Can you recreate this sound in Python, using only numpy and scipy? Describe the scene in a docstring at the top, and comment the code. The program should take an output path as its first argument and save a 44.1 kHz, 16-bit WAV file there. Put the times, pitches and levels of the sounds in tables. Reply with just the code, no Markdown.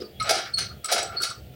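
"""In a shed, a steel handle is worked to and fro twice on a metal vessel.
Each stroke starts with a ring of the handle, scrapes, and ends in a rattling clank: a train of tiny
contacts that rings the steel and booms in the vessel. On the way back the dry pivot squeaks and the
handle clanks more lightly. A pin clinks, and the vessel knocks on its stand and rumbles as it rocks."""
import sys
import numpy as np
from scipy import signal
from scipy.fft import rfft, irfft, next_fast_len
from scipy.io import wavfile
from scipy.ndimage import uniform_filter1d, map_coordinates

SR = 44100
rng = np.random.default_rng(int(sys.argv[2]) if len(sys.argv) > 2 else 0)


def bounce(signal):
    """Save signal as a 16-bit WAV file at the path given by the first command-line argument."""
    frames = np.transpose(np.atleast_2d(signal))
    limited = np.clip(frames, -1, 1)
    pcm = np.round(limited * 32767).astype(np.int16)
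    wavfile.write(sys.argv[1], SR, pcm)


N = 68355

# Each row: start in seconds, level in dB, boom against the clank in dB, rattle t60 in seconds,
# treble tilt in dB per octave, attack in seconds.
CLANK_HITS = [(0.2915, -16.5, -3.5, 0.059, -1, .002), (0.305, -18.5, -1.5, 0.04, 2, 0.0045),
              (0.34, -23.5, -5, 0.29, -1.5, 0.0097), (0.378, -27, -1, 0.093, -5.5, 0.0037),
              (0.4525, -33.5, -13.5, 0.16, -6, 0.003), (0.572, -37.5, -30, 0.073, 0, 0.0016),
              (0.583, -25, -22, 0.19, -1, 0.0012), (0.614, -34.5, -9.5, 0.11, -3, .003),
              (0.9152, -18.5, 2, 0.11, 3, .0012), (0.9225, -18.5, -50, 0.12, 2.5, 0.00067),
              (0.958, -22, 3, 0.13, -6, 0.003), (0.978, -21, -1.5, 0.15, -1.5, 0.001),
              (1.02, -31, 6.5, 0.27, -10.5, 0.0015), (1.217, -28.5, -35, 0.055, 6, 0.005),
              (1.231, -23, -14, 0.12, 2, .002), (1.299, -40, -9, 0.066, 2, 0.0012)]
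def clanks(wall):
    """The handle hits its stop and the loose parts rattle to rest."""
    out, t = np.zeros(N), clock()
    for start, db, boom_db, t60, tilt_db, attack_s in CLANK_HITS:
        force = chatter() * amp(-60 * t / t60) * (1 - np.exp(-t / attack_s))
        add(out, start, amp(db) * shed(burst(metal(force, boom_db, tilt_db, wall))))
    return out


# Each row: start and length in seconds, level in dB, boom in dB, treble tilt in dB per octave.
SCRAPE_STROKES = [(0.236, 0.14, -28.5, 1, -5), (0.883, 0.041, -26, -6.5, -4.5),
                  (1.109, 0.086, -39.5, 0, -8.5), (1.535, 0.012, -48.5, -18, -3.5)]
def scrapes(wall):
    """Steel drags over steel as the handle moves."""
    out, t = np.zeros(N), clock()
    for start, length, db, boom_db, tilt_db in SCRAPE_STROKES:
        force = chatter() * np.sqrt(np.abs(np.sin(np.pi * np.minimum(t / length, 1))))
        gain = amp(db) * np.sqrt(length / 0.036)  # longer scrapes carry more energy
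        add(out, start, gain * shed(metal(force, boom_db, tilt_db, wall)))
    return out


# Bright steel and hollow vessel. Each row: pitch in Hz, relative level in dB, t60 in seconds.
STEEL_MODES = [(1254, -3, 0.48), (1347, 2, 0.15), (1391, 11, 0.73), (1727, 9.5, 0.23), (2121, 6.5, 0.049),
               (3157, 0, 0.66), (3742, -12, 0.16), (3993, -4, 0.04), (4020, -18.5, .16), (4250, 1, 0.12),
               (4910, 9, 0.064), (5274, 8, 0.076), (5660, 11.5, 0.047), (5680, -22, 0.13),
               (9170, 8.5, 0.058)]
VESSEL_MODES = [(419, -38, 0.21), (542, -18, 0.098), (601, -8, 0.053), (660.4, 5, 0.064), (700.8, 6, 0.13),
                (727, 1, 0.092), (780, 2, 0.33)]
def metal(force, boom_db, tilt_db, wall):
    """Contacts click, ring the steel and the wall, and boom in the vessel."""
    clicks = burst(through(force, contact(tilt_db)))
    bright = burst(clicks + amp(-7) * burst(through(clicks, wall)))
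    tilted = [(hz, db + tilt_db * np.log2(hz / 3000), t60) for hz, db, t60 in STEEL_MODES]
    steel = resonate(force, tilted)
    boom = burst(band(resonate(force, VESSEL_MODES), lo_hz=381, hi_hz=773))
    return bright + amp(-11.5) * steel + amp(boom_db) * boom


# The tone of the click. Each row: frequency in Hz, level in dB.
CONTACT_EQ = [(100, -41), (300, -45.5), (700, 3.5), (980, -20), (1350, 8), (1800, -1.5), (2900, 2.5),
              (4000, 4.5), (5300, 6), (7000, -5.5), (9300, -5), (11200, -7.5), (13000, -21.5), (15500, -12)]
def contact(tilt_db, size=2048):
    """The click of steel on steel, its treble tilted about 3 kHz."""
    hz = np.fft.rfftfreq(size, 1 / SR)
    octaves = np.log2(np.maximum(hz, 1000) / 3000)
    cepstrum = irfft(np.log(amp(along(CONTACT_EQ, hz) + tilt_db * octaves)))
    cepstrum[1:size // 2] *= 2  # minimum phase keeps the attack sharp
    cepstrum[size // 2 + 1:] = 0
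    return irfft(np.exp(rfft(cepstrum)))


def chatter(spread=0.12, grain_samples=12):
    """A dense train of tiny contacts of uneven force."""
    n = len(clock())
    contacts = rng.standard_normal(n)
    grains = np.repeat(rng.standard_normal(n), grain_samples)[:n]
    return contacts * np.exp(spread * grains)


def vessel_wall(count=80, lo_hz=1607.6, hi_hz=11530, t60=0.067):
    """The sheet-metal wall answers a click with many close modes of uneven strength."""
    modes = []
    for k, (offset, weakness, sustain) in enumerate(rng.random((count, 3))):
        hz = lo_hz * (hi_hz / lo_hz) ** ((k + offset) / count)
        modes.append((hz, -6 * weakness, t60 * (.5 + sustain)))
    return ring(modes)


# Each row: start and length in seconds, pitch in Hz, level in dB,
# then octave overtone and rasp in dB against the fundamental.
PIVOT_SQUEAKS = [(0.006, 0.017, 4995, -37.5, -23, -26), (0.0, 0.072, 1220, -53.5, -9, -6.5),
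                 (0.021, 0.066, 4577, -48, -16, -21), (0.132, 0.074, 3325, -50, -32, -19),
                 (0.197, 0.034, 1277, -25.5, -22, -17), (0.276, .007, 3776, -29, -30, 0),
                 (0.533, 0.026, 4357, -21, -16.5, -10.5), (0.568, .026, 4293, -21.5, -24.5, -13),
                 (0.572, 0.028, 1321, -39, -22, -17), (0.673, 0.069, 1320, -56.5, -34, 7.5),
                 (0.726, 0.14, 3320, -57.5, -26, -5.5), (0.837, 0.033, 1299, -34, -38, -24),
                 (1.063, 0.095, 1338, -42, -28, -4), (1.157, 0.052, 4400, -32.5, -24, 3.5),
                 (1.175, 0.016, 4375, -21.5, -48, -19), (1.194, 0.039, 1395, -34.5, -23, 2.5),
                 (1.225, 0.019, 4460, -25, -32, -7), (1.214, 0.099, 1360, -42, -25, 2),
                 (1.298, 0.032, 1290, -41, -35, 1.5)]
def squeaks(waver_depth=.007, waver_rate_hz=300, rasp_width_hz=320):
    """The dry pivot sticks and slips near one pitch, swelling and fading, with a rasp around it."""
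    out, t = np.zeros(N), clock()
    for start, length, hz, db, octave_db, rasp_db in PIVOT_SQUEAKS:
        waver = map_coordinates(rng.standard_normal(len(t)), [t * waver_rate_hz])
        phase = 2 * np.pi * np.cumsum(hz * (1 + waver_depth * waver)) / SR
        tone = np.sqrt(2) * (np.sin(phase) + amp(octave_db) * np.sin(2 * phase))
        rasp = unit(band(rng.standard_normal(len(t)), hz - rasp_width_hz / 2, hz + rasp_width_hz / 2))
        swell = np.sin(np.pi * np.minimum(t / length, 1)) ** 2
        add(out, start, amp(db) * shed(swell * (tone + amp(rasp_db) * rasp)))
    return out


# The handle's ring. Each row: pitch in Hz, relative level in dB, t60 in seconds.
HANDLE_MODES = [(1252, -10, 0.6), (2181, 14.5, 0.033), (2960, -31, 0.13), (3830, 17, 0.021),
                (4170, 18, 0.03), (5550, -12, 0.18), (9360, 3, 0.032)]
# Each row: start in seconds, level in dB.
HANDLE_HITS = [(0.1985, -26.5), (0.8435, -33)]
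def handle_rings():
    """The handle takes up its play and rings with a soft attack."""
    return taps(HANDLE_HITS, HANDLE_MODES, attack_s=0.017, crack_db=-7, tilt_db=-0.5, crack_t60=0.092)


# The pin's ring. Each row: pitch in Hz, relative level in dB, t60 in seconds.
PIN_MODES = [(5600, -8, 0.092), (7780, -0.5, 0.042), (7830, 2, 0.072), (7980, -5.5, 0.046),
             (8430, -6, .025), (8700, -1, 0.029), (9340, -6.5, .035), (9800, -10.5, 0.026)]
# Each row: start in seconds, level in dB.
PIN_HITS = [(0.2245, -35.5), (0.844, -30), (0.857, -32), (1.029, -32), (1.204, -42.5), (1.301, -40.5)]
def pin_clinks():
    """Light blows on the small pin give thin, high clinks."""
    return taps(PIN_HITS, PIN_MODES, attack_s=0.00071, crack_db=-3.5, tilt_db=6, crack_t60=0.047)


# The pin's ring on a landing. Each row: pitch in Hz, relative level in dB, t60 in seconds.
LANDING_MODES = [(5960, -10, 0.17), (6130, -1, 0.23), (7850, -26, .12), (8900, 4, 0.067), (8930, 4, 0.053),
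                 (11200, -14, 0.041)]
# Each row: start in seconds, level in dB.
LANDING_HITS = [(0.585, -32), (1.234, -38.5)]
def landings():
    """The handle lands back and sets the pin ringing."""
    return taps(LANDING_HITS, LANDING_MODES, attack_s=0.00057, crack_db=-2, tilt_db=7.5, crack_t60=0.047)


# The body of a knock. Each row: pitch in Hz, relative level in dB, t60 in seconds.
STAND_MODES = [(214.5, -11.5, 0.11), (267.5, -12, 0.067), (307.4, -8.5, 0.11), (354.7, 1.5, 0.095),
               (403.6, 2, 0.1), (448.6, -3, 0.096), (497, -2.5, 0.083)]
# Each row: start in seconds, level in dB.
STAND_HITS = [(0.0, -34.5), (0.016, -32), (0.296, -35.5), (0.36, -35), (0.605, -45), (0.94, -32.5),
              (0.985, -43.5), (1.02, -37), (1.145, -39.5), (1.205, -39.5)]
def stand_knocks():
    """The vessel knocks dully on its stand."""
    return taps(STAND_HITS, STAND_MODES, attack_s=.012, crack_db=-10, tilt_db=-2, crack_t60=0.035)


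# The rumble's fader moves. Each row: time in seconds, level in dB.
RUMBLE_FADER = [(0.0, -48.5), (0.05, -53), (0.072, -60), (0.206, -39.5), (0.322, -50.5), (0.358, -50),
                (0.43, -56), (0.604, -43.5), (0.772, -43), (0.932, -67), (1.022, -46.5), (1.044, -50),
                (1.134, -45), (1.23, -54.5), (1.51, -43.5), (1.55, -47.5)]
# Its tone. Each row: frequency in Hz, relative level in dB.
RUMBLE_EQ = [(25, -23), (48, -108), (64, 8), (80, 3.5), (102, 4), (124, 7.5), (155, -4), (200, -2),
             (300, -18.5), (700, -35)]
def rumble():
    """The rocking vessel gives a low noise that swells and sinks."""
    level_db = np.interp(np.arange(N) / SR, *np.transpose(RUMBLE_FADER))
    return amp(level_db) * noise(RUMBLE_EQ)


# The reverb's decay. Each row: frequency in Hz, t60 in seconds.
SHED_DECAY = [(100, 0.38), (600, 0.22), (1400, 0.31), (4000, 0.36), (8000, 0.36), (14000, 0.073)]
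def shed(x, wet_db=-7.5, predelay_s=0.0051, build_s=0.0031):
    """The sound and the shed's diffuse answer to it."""
    t = clock()
    hz, frame_s, spectra = signal.stft(rng.standard_normal(len(t)), SR, nperseg=256)
    decay = amp(-60 * frame_s / along(SHED_DECAY, hz)[:, None])
    tail = signal.istft(spectra * decay, SR, nperseg=256)[1][:len(t)]
    tail *= 1 - np.exp(-np.maximum(t - predelay_s, 0) / build_s)
    return x + amp(wet_db) * through(x, tail / np.linalg.norm(tail))


# Each row: frequency in Hz, relative level in dB.
ROOM_TONE_EQ = [(25, -3), (100, -28), (200, -5), (400, 3.5), (700, 1.5), (1000, -14), (1600, -7.5),
                (3200, -4), (6000, -17), (12000, -18.5), (15000, -6)]
def room_tone():
    """The air of the shed, a faint steady bed."""
    return amp(-47) * noise(ROOM_TONE_EQ)


def taps(hits, modes, attack_s, crack_db, tilt_db, crack_t60):
    """Single blows on one part: its modes and a short crack."""
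    out, t = np.zeros(N), clock()
    onset = 1 - np.exp(-t / attack_s)
    for start, db in hits:
        force = rng.standard_normal(len(t)) * amp(-60 * t / crack_t60) * onset
        crack = burst(through(force, contact(tilt_db)))
        add(out, start, amp(db) * shed(burst(ring(modes) * onset) + amp(crack_db) * crack))
    return out


def ring(modes):
    """Damped modes, a little different at each blow."""
    t = clock()
    return sum(amp(db + rng.normal(0, 3.4) - 60 * t / t60) * np.sin(2 * np.pi * (hz * t + rng.random()))
               for hz, db, t60 in modes)


def resonate(force, modes):
    """Damped modes driven by a force."""
    out = np.zeros(len(force))
    for hz, db, t60 in modes:
        pole = amp(-60 / (t60 * SR))
        mode = signal.lfilter([1, 0, -1], [1, -2 * pole * np.cos(2 * np.pi * hz / SR), pole ** 2], force)
        out += amp(db + rng.normal(0, 1)) * burst(mode)
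    return burst(out)


def noise(eq):
    """Steady coloured noise of rms 1."""
    gain = amp(along(eq, np.fft.rfftfreq(N, 1 / SR)))
    return unit(irfft(rfft(rng.standard_normal(N)) * gain, N))


def band(x, lo_hz, hi_hz):
    """Steep band-pass."""
    return signal.sosfilt(signal.butter(3, [lo_hz, hi_hz], "bandpass", fs=SR, output="sos"), x)


def amp(db):
    """Decibels to gain."""
    return 10 ** (np.asarray(db) / 20)


def unit(x):
    """Scaled to rms 1."""
    return x / np.sqrt(np.mean(x ** 2) + 1e-20)


def burst(x):
    """Scaled to the energy of 10 ms at rms 1."""
    return x / np.sqrt(np.sum(x ** 2) / (.01 * SR) + 1e-20)


def along(points, hz):
    """Interpolates (Hz, value) points on a log axis."""
    point_hz, values = np.transpose(points)
    return np.interp(np.log(hz + 1), np.log(point_hz + 1), values)


def clock():
    """Seconds over the life of one sound."""
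    return np.arange(int(.7 * SR)) / SR


def add(track, start, x):
    """Mixes x in at a start in seconds."""
    part = track[max(0, round(start * SR)):][:len(x)]
    part += x[:len(part)]


def through(x, response):
    """x convolved with a response."""
    return signal.fftconvolve(x, response)[:len(x)]


def scene():
    """All layers in one mono mix."""
    wall = vessel_wall()
    small_hits = handle_rings() + pin_clinks() + landings() + stand_knocks()
    return (clanks(wall) + scrapes(wall) + squeaks() + small_hits + rumble() + room_tone())[None]


def record(dry):
    """A mild noise suppressor turns down faint bands, and a high cut removes the very top."""
    threshold_db, depth_db, high_cut_hz = -64, 7.5, 16200
    spectra = signal.stft(dry, nperseg=512)[2]
    power = uniform_filter1d(np.abs(spectra) ** 2, size=15, axis=1)  # smooth across frequency
    power = uniform_filter1d(power, size=3, axis=2)  # and over time
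    faint = 1 / (1 + (power / amp(threshold_db) ** 2) ** 2)
    cleaned = signal.istft(spectra * amp(-depth_db * faint), nperseg=512)[1][:, :N]
    size = next_fast_len(N + SR // 2)
    passband = np.fft.rfftfreq(size, 1 / SR) < high_cut_hz
    return irfft(rfft(cleaned, size) * passband, size)[..., :N]


dry = scene()
out = record(dry)
bounce(out)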